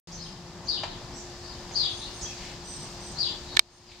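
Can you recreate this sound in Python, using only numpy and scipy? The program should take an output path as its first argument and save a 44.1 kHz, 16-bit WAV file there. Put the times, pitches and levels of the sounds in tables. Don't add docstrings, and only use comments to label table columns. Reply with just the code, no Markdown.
import sys
import numpy as np
from scipy import signal
from scipy.fft import rfft, irfft
from scipy.io import wavfile

SR = 44100
rng = np.random.default_rng(int(sys.argv[2]) if len(sys.argv) > 2 else 0)


def transcribe(u):
    v = np.clip(np.atleast_2d(u).T, -1, 1)
    q = np.round(v * 32767).astype(np.int16)
    wavfile.write(sys.argv[1], SR, q)


N = 176400
TIME = np.arange(N) / SR

# (time [s], level [dB], contact hardness [Hz], lowest mode's trim [dB])
HANDLING_CLICKS = [(3.567, -13.5, 5040, -4), (3.569, -11.5, 5040, -8), (3.5702, -2.5, 4970, 12),
                   (3.5932, 11.5, 6900, -15.5)]


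def from_db(db):
    return 10 ** (np.asarray(db) / 20)


def unit_rms(x):
    return x / np.sqrt(np.mean(x ** 2) + 1e-20)


def at_hz(points, hz):
    f, value = np.transpose(points)
    return np.interp(np.log(np.maximum(hz, 1)), np.log(f), value)


def fader(points):
    return from_db(np.interp(TIME, *np.transpose(points)))


def colour(x, points):
    return irfft(rfft(x) * from_db(at_hz(points, np.fft.rfftfreq(N, 1 / SR))), N)


def drift(rate_hz):
    r = np.exp(-2 * np.pi * rate_hz / SR)
    return unit_rms(signal.lfilter([1], [1, -2 * r, r * r], rng.standard_normal(N + SR))[SR:])


def phase_of(hz):
    return 2 * np.pi * np.cumsum(hz) / SR


def arch(start, length):
    return np.sqrt(np.abs(np.sin(np.pi * np.clip((TIME - start) / length, 0, 1))))


def strike(start, db, t60_s):
    return from_db(db - 60 * np.maximum(TIME - start, 0) / t60_s) * (TIME >= start)


def outdoors(crossover_hz=1930, level_db=-41, flicker_db=1.0):
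    # (frequency [Hz], relative level [dB])
    air_colour = [(15, -31), (25, 2.5), (101, 1.5), (156, 0), (289, -5), (331, -7), (359, -5.5),
                  (410, -8.5), (848, -6), (1080, -10), (1410, -17), (1800, -17.5), (2300, -19), (2560, -19),
                  (3530, -16.5), (5010, -12.5), (6730, -23), (9300, -29.5), (15500, -20)]
    # (frequency [Hz], left-right correlation [0..1])
    likeness = [(60, 1), (300, 0.96), (640, 0.94), (1400, 0.67), (3100, 0.33), (6800, .05)]
    # (time [s], gain [dB])
    rumble_swell = [(.07, -1), (.55, 0), (.9, 3), (1.5, 2), (2.5, 1.5), (3.5, 1)]
    # (time [s], gain [dB])
    hiss_swell = [(.07, -2.5), (.5, -4.5), (1, -2), (1.6, 0), (2.2, 2), (2.45, 3.5), (2.6, -1), (2.8, 2),
                  (3.5, 0.5), (4, 2.5)]
    hz = np.fft.rfftfreq(N, 1 / SR)
    alike = np.clip(at_hz(likeness, hz), 0, 1)
    mid, side = rfft(rng.standard_normal((2, N)))
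    stereo = np.sqrt(1 + alike) * mid + np.sqrt(1 - alike) * side * [[1], [-1]]
    air = unit_rms(irfft(stereo * from_db(at_hz(air_colour, hz)) * (hz > 20), N))
    lows = irfft(rfft(air) / (1 + (hz / crossover_hz) ** 4), N)
    rumble = lows * fader(rumble_swell) * from_db(flicker_db * drift(10.4))
    hiss = (air - lows) * fader(hiss_swell)
    return from_db(level_db) * (rumble + hiss)


def hum(waver_hz=1.38, drone_hz=169.7, drone_waver_hz=24.1):
    # (pitch [Hz], level [dB])
    partials = [(118.4, -64), (353.3, -47.5), (705.2, -60), (1766, -66.5)]
    # (time [s], gain [dB])
    swell = [(.07, -4.5), (.6, -2.5), (1.3, 0.5), (2.3, 0), (2.8, -1), (3.5, 1)]
    # (time [s], level [dB])
    drone_fades = [(.07, -44), (.3, -43.5), (.6, -49.5), (.9, -84), (2.8, -46), (3.15, -48), (3.4, -74)]
    tones = sum(from_db(db) * np.sin(phase_of(hz + waver_hz * drift(5.85))) for hz, db in partials)
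    drone = np.sin(phase_of(drone_hz + drone_waver_hz * drift(23)))
    return np.sqrt(2) * (tones * fader(swell) + drone * fader(drone_fades))


def rustles(grain_db=4.4):
    # (start [s], length [s], level [dB])
    strokes = [(2.335, 0.21, -50), (3.866, 0.095, -43.5)]
    # (frequency [Hz], gain [dB])
    brush_colour = [(900, -34), (2200, 9), (3500, 3), (5500, -6), (8000, -10), (14000, -28)]
    envelope = sum(from_db(db) * arch(start, length) for start, length, db in strokes)
    grain = rng.standard_normal(N) * from_db(grain_db * drift(60))
    return envelope * unit_rms(colour(grain, brush_colour))


def knocks():
    # (time [s], level [dB])
    hits = [(0.8343, -21.5), (1.71, -40), (1.946, -46)]
    # (frequency [Hz], gain [dB])
    plank_colour = [(200, -27), (400, -16), (500, 4), (800, 12), (1200, -4), (2200, -6.5), (4500, -4),
                    (6000, -21), (8500, -30), (14000, -49)]
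    envelope = sum(strike(start, db, t60_s=0.082) for start, db in hits)
    return envelope * unit_rms(colour(rng.standard_normal(N), plank_colour))


def faint_chirps(rasp_hz):
    # (start [s], length [s], first pitch [Hz], middle pitch [Hz], last pitch [Hz], level [dB])
    notes = [(0.119, 0.055, 6600, 6200, 5500, -43), (.115, 0.02, 4820, 5500, 5970, -40),
             (.17, 0.064, 4500, 4400, 4360, -40.5), (0.233, 0.045, 4215, 3700, 2770, -42.5),
             (0.879, 0.078, 4500, 3870, 2920, -42.5), (1.136, .09, 8080, 7500, 6470, -48.5),
             (1.116, 0.11, 5340, 5900, 5920, -45), (1.41, 0.15, 3980, 5000, 3600, -44),
             (1.984, 0.076, 3500, 3894, 3510, -38.5), (2.172, 0.099, 8500, 7870, 6850, -49.5),
             (2.203, .04, 4290, 5460, 6000, -37.5), (2.212, 0.055, 6650, 6200, 5270, -34),
             (3.862, 0.088, 5500, 4220, 3510, -41)]
    out = np.zeros(N)
    for start, length, first_hz, middle_hz, last_hz, db in notes:
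        hz = np.interp((TIME - start) / length, [0, .5, 1], [first_hz, middle_hz, last_hz])
        out += from_db(db) * arch(start, length) * np.sin(phase_of(hz + rasp_hz))
    return out


def whistles(waver_hz, scoop_share=.035, scoop_s=0.0141, droop_share=0.0197, lower_db=-1):
    # (start [s], length [s], upper voice [Hz], lower voice [Hz], level [dB])
    notes = [(0.024, 0.085, 8850, 6500, -63), (0.215, 0.076, 8900, 6400, -58),
             (1.883, 0.17, 8930, 6260, -49), (2.123, 0.08, 9000, 6330, -49.5),
             (2.642, 0.13, 8290, 5970, -42), (2.786, 0.063, 8260, 6010, -45.5),
             (2.99, 0.14, 8200, 6000, -47.5), (3.696, 0.085, 8900, 6440, -50.5)]
    out = np.zeros(N)
    for start, length, upper_hz, lower_hz, db in notes:
        scoop = scoop_share * np.exp(-np.maximum(TIME - start, 0) / scoop_s)
        droop = droop_share * np.clip((TIME - start) / length, 0, 1) ** 2
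        bend = 1 - scoop - droop
        upper = np.sin(phase_of(upper_hz * bend + waver_hz))
        lower = from_db(lower_db) * np.sin(phase_of(lower_hz * bend + waver_hz))
        out += from_db(db) * arch(start, length) * (upper + lower)
    return out


def peeps(waver_hz):
    # (start [s], length [s], pitch [Hz], level [dB])
    notes = [(0.21, 0.039, 5160, -38), (2.013, 0.046, 3980, -41), (2.018, 0.062, 4285, -38.5),
             (2.06, 0.029, 2770, -43.5), (2.252, 0.017, 3206, -37), (2.262, 0.087, 2513, -45),
             (2.733, 0.073, 5190, -47.5), (3.466, .09, 3930, -42), (3.476, 0.14, 4370, -42)]
    return sum(from_db(db) * arch(start, length) * np.sin(phase_of(hz + waver_hz))
               for start, length, hz, db in notes)


def small_birds():
    rasp_hz = 257.3 * drift(247.8)
    waver_hz = 73.3 * drift(48.2) + 66.5 * drift(490)
    return faint_chirps(rasp_hz) + whistles(waver_hz) + peeps(waver_hz)


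def shell_rings(left_lag_s=.0004, thud_hz=700, thud_db=-44, thud_t60_s=0.0015):
    # (frequency [Hz], left level [dB], right level [dB], t60 [s])
    modes = [(1745, -20.5, -20.5, 0.021), (2295, -15, -9.5, 0.013), (3190, -15.5, -14, 0.013),
             (3700, -18.5, 2, 0.0082), (4400, -9.5, 1.5, 0.0044), (5500, -23, -1.5, 0.0034),
             (7730, -32, -13.5, 0.0012), (9700, -41, -22, .0015)]
    t = TIME[:SR // 20]
    thud = from_db(thud_db - 60 * t / thud_t60_s) * np.sin(2 * np.pi * thud_hz * t)
    out = np.zeros((2, N))
    for onset, db, hardness_hz, lowest_db in HANDLING_CLICKS:
        for ear, lag in enumerate((left_lag_s, 0)):
            ring = thud.copy()
            for k, (hz, left_db, right_db, t60) in enumerate(modes):
                contact = from_db(lowest_db * (k == 0)) / np.sqrt(1 + (hz / hardness_hz) ** 4)
                decay = from_db((left_db, right_db)[ear] - 60 * t / t60)
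                ring += (-1) ** k * contact * decay * np.sin(2 * np.pi * hz * t)
            start = int((onset + lag) * SR)
            out[ear, start:start + len(t)] += from_db(db) * ring
    return out


def snaps(trim_db=-11.5, left_db=-7):
    # (frequency [Hz], gain [dB])
    crack_colour = [(300, -38), (1200, -8), (3000, 5.5), (4300, -12), (5500, -1), (8000, -9), (15000, -24)]
    envelope = sum(strike(start, db + trim_db, t60_s=0.01) for start, db, _, _ in HANDLING_CLICKS)
    crack = unit_rms(colour(rng.standard_normal((2, N)), crack_colour))
    return envelope * crack * from_db([[left_db], [0]])


def falling_chirps(rasp_hz=169.2, rasp_rate_hz=253.6, flutter_db=5, overtone_db=-33):
    # (onset [s], level [dB], swell stretch [ratio], fall stretch [ratio], lead-in trim [dB])
    calls = [(.683, -25.5, 0.77, 0.94, -6.5), (1.763, -21, 0.98, 0.97, -5), (3.2, -23, 2, 0.75, -15)]
    # (time from onset before stretching [s], pitch [Hz], relative level [dB])
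    lead_in = [(-.05, 6900, -18), (-.028, 6100, -10), (-.012, 5900, -22), (.005, 5450, -51)]
    falling_voice = [(-.028, 4030, -29), (-.01, 4350, -5.5), (-.002, 4850, 3.5), (.012, 4713, 3),
                     (.035, 4044, -2), (.07, 3750, -7.5), (.1, 3250, -3.5), (.135, 2718, -33)]
    high_voice = [(-.008, 4900, -14), (.004, 4800, -6), (.035, 4690, -5), (.08, 4530, -29),
                  (.13, 4400, -29)]
    onset_rasp_share, roughen_s = 0.44, 0.044
    out = np.zeros(N)
    for voice in (lead_in, falling_voice, high_voice):
        times, hz, db = np.transpose(voice)
        rasp = rasp_hz * drift(rasp_rate_hz)
        flutter = unit_rms(from_db(flutter_db * drift(rasp_rate_hz)))
        for onset, level_db, swell, fall, lead_db in calls:
            age = (TIME - onset) / np.where(TIME < onset, swell, fall)
            roughness = np.interp(np.abs(age), [0, roughen_s], [onset_rasp_share, 1])
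            phase = phase_of(np.interp(age, times, hz) + roughness * rasp)
            tone = np.sin(phase) + from_db(overtone_db) * np.sin(2 * phase)
            envelope = from_db(level_db + lead_db * (voice is lead_in) + np.interp(age, times, db))
            sounding = (age > times[0]) & (age < times[-1])
            out += sounding * envelope * flutter * tone
    return out


def enclosure(x, wet_db, t60_s=0.42, predelay_s=0.0021):
    t = TIME[:SR]
    tails = rng.standard_normal((2, SR)) * from_db(-60 * t / t60_s) * (t > predelay_s)
    tails /= np.sqrt(np.sum(tails ** 2, axis=1, keepdims=True))
    reflections = signal.fftconvolve(x[None], tails, axes=1)[:, :N]
    wet = from_db(wet_db)
    return (x + wet * reflections) / np.sqrt(1 + wet ** 2)


def scene():
    # (frequency [Hz], gain [dB])
    left_mic = [(100, -1.5), (700, -3.7), (1700, 2), (3000, 1.5), (4000, 2.5), (5000, 4.5), (5900, 1),
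                (7000, -3), (8500, -5.5), (11000, -10)]
    right_mic = [(100, -4.4), (700, -4.7), (1700, -1), (3000, -0.5), (4000, -2), (5000, -6), (5900, 3),
                 (7000, 9), (8500, 3), (11000, -10)]
    calls = enclosure(falling_chirps(), wet_db=8) + enclosure(small_birds(), wet_db=4.5)
    movement = enclosure(knocks() + rustles(), wet_db=-2.5)
    left, right = calls + movement + outdoors() + hum()
    airborne = np.array([colour(left, left_mic), colour(right, right_mic)])
    return airborne + shell_rings() + snaps()


def record(dry):
    # (frequency [Hz], gain [dB])
    treble_loss = [(11000, 0), (15000, -11.5)]
    threshold_db, attack_s, recover_db_per_s = -3, 0.017, 21.5
    start_s, clip_level, cutoff_hz = 0.073, 0.82, 15800
    peak_db = 20 * np.log10(np.abs(dry).max(axis=0) + 1e-9)
    over_db = np.maximum(peak_db - threshold_db, 0)
    recovery_db = recover_db_per_s * TIME
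    held_db = np.maximum.accumulate(over_db + recovery_db) - recovery_db
    r = np.exp(-1 / (attack_s * SR))
    duck_db = signal.lfilter([1 - r], [1, -r], held_db)
    clipped = np.clip(dry * from_db(-duck_db) * (TIME > start_s), -clip_level, clip_level)
    lowpass = signal.ellip(10, .1, 80, cutoff_hz, fs=SR, output="sos")
    return signal.sosfilt(lowpass, colour(clipped, treble_loss))


dry = scene()
out = record(dry)
transcribe(out)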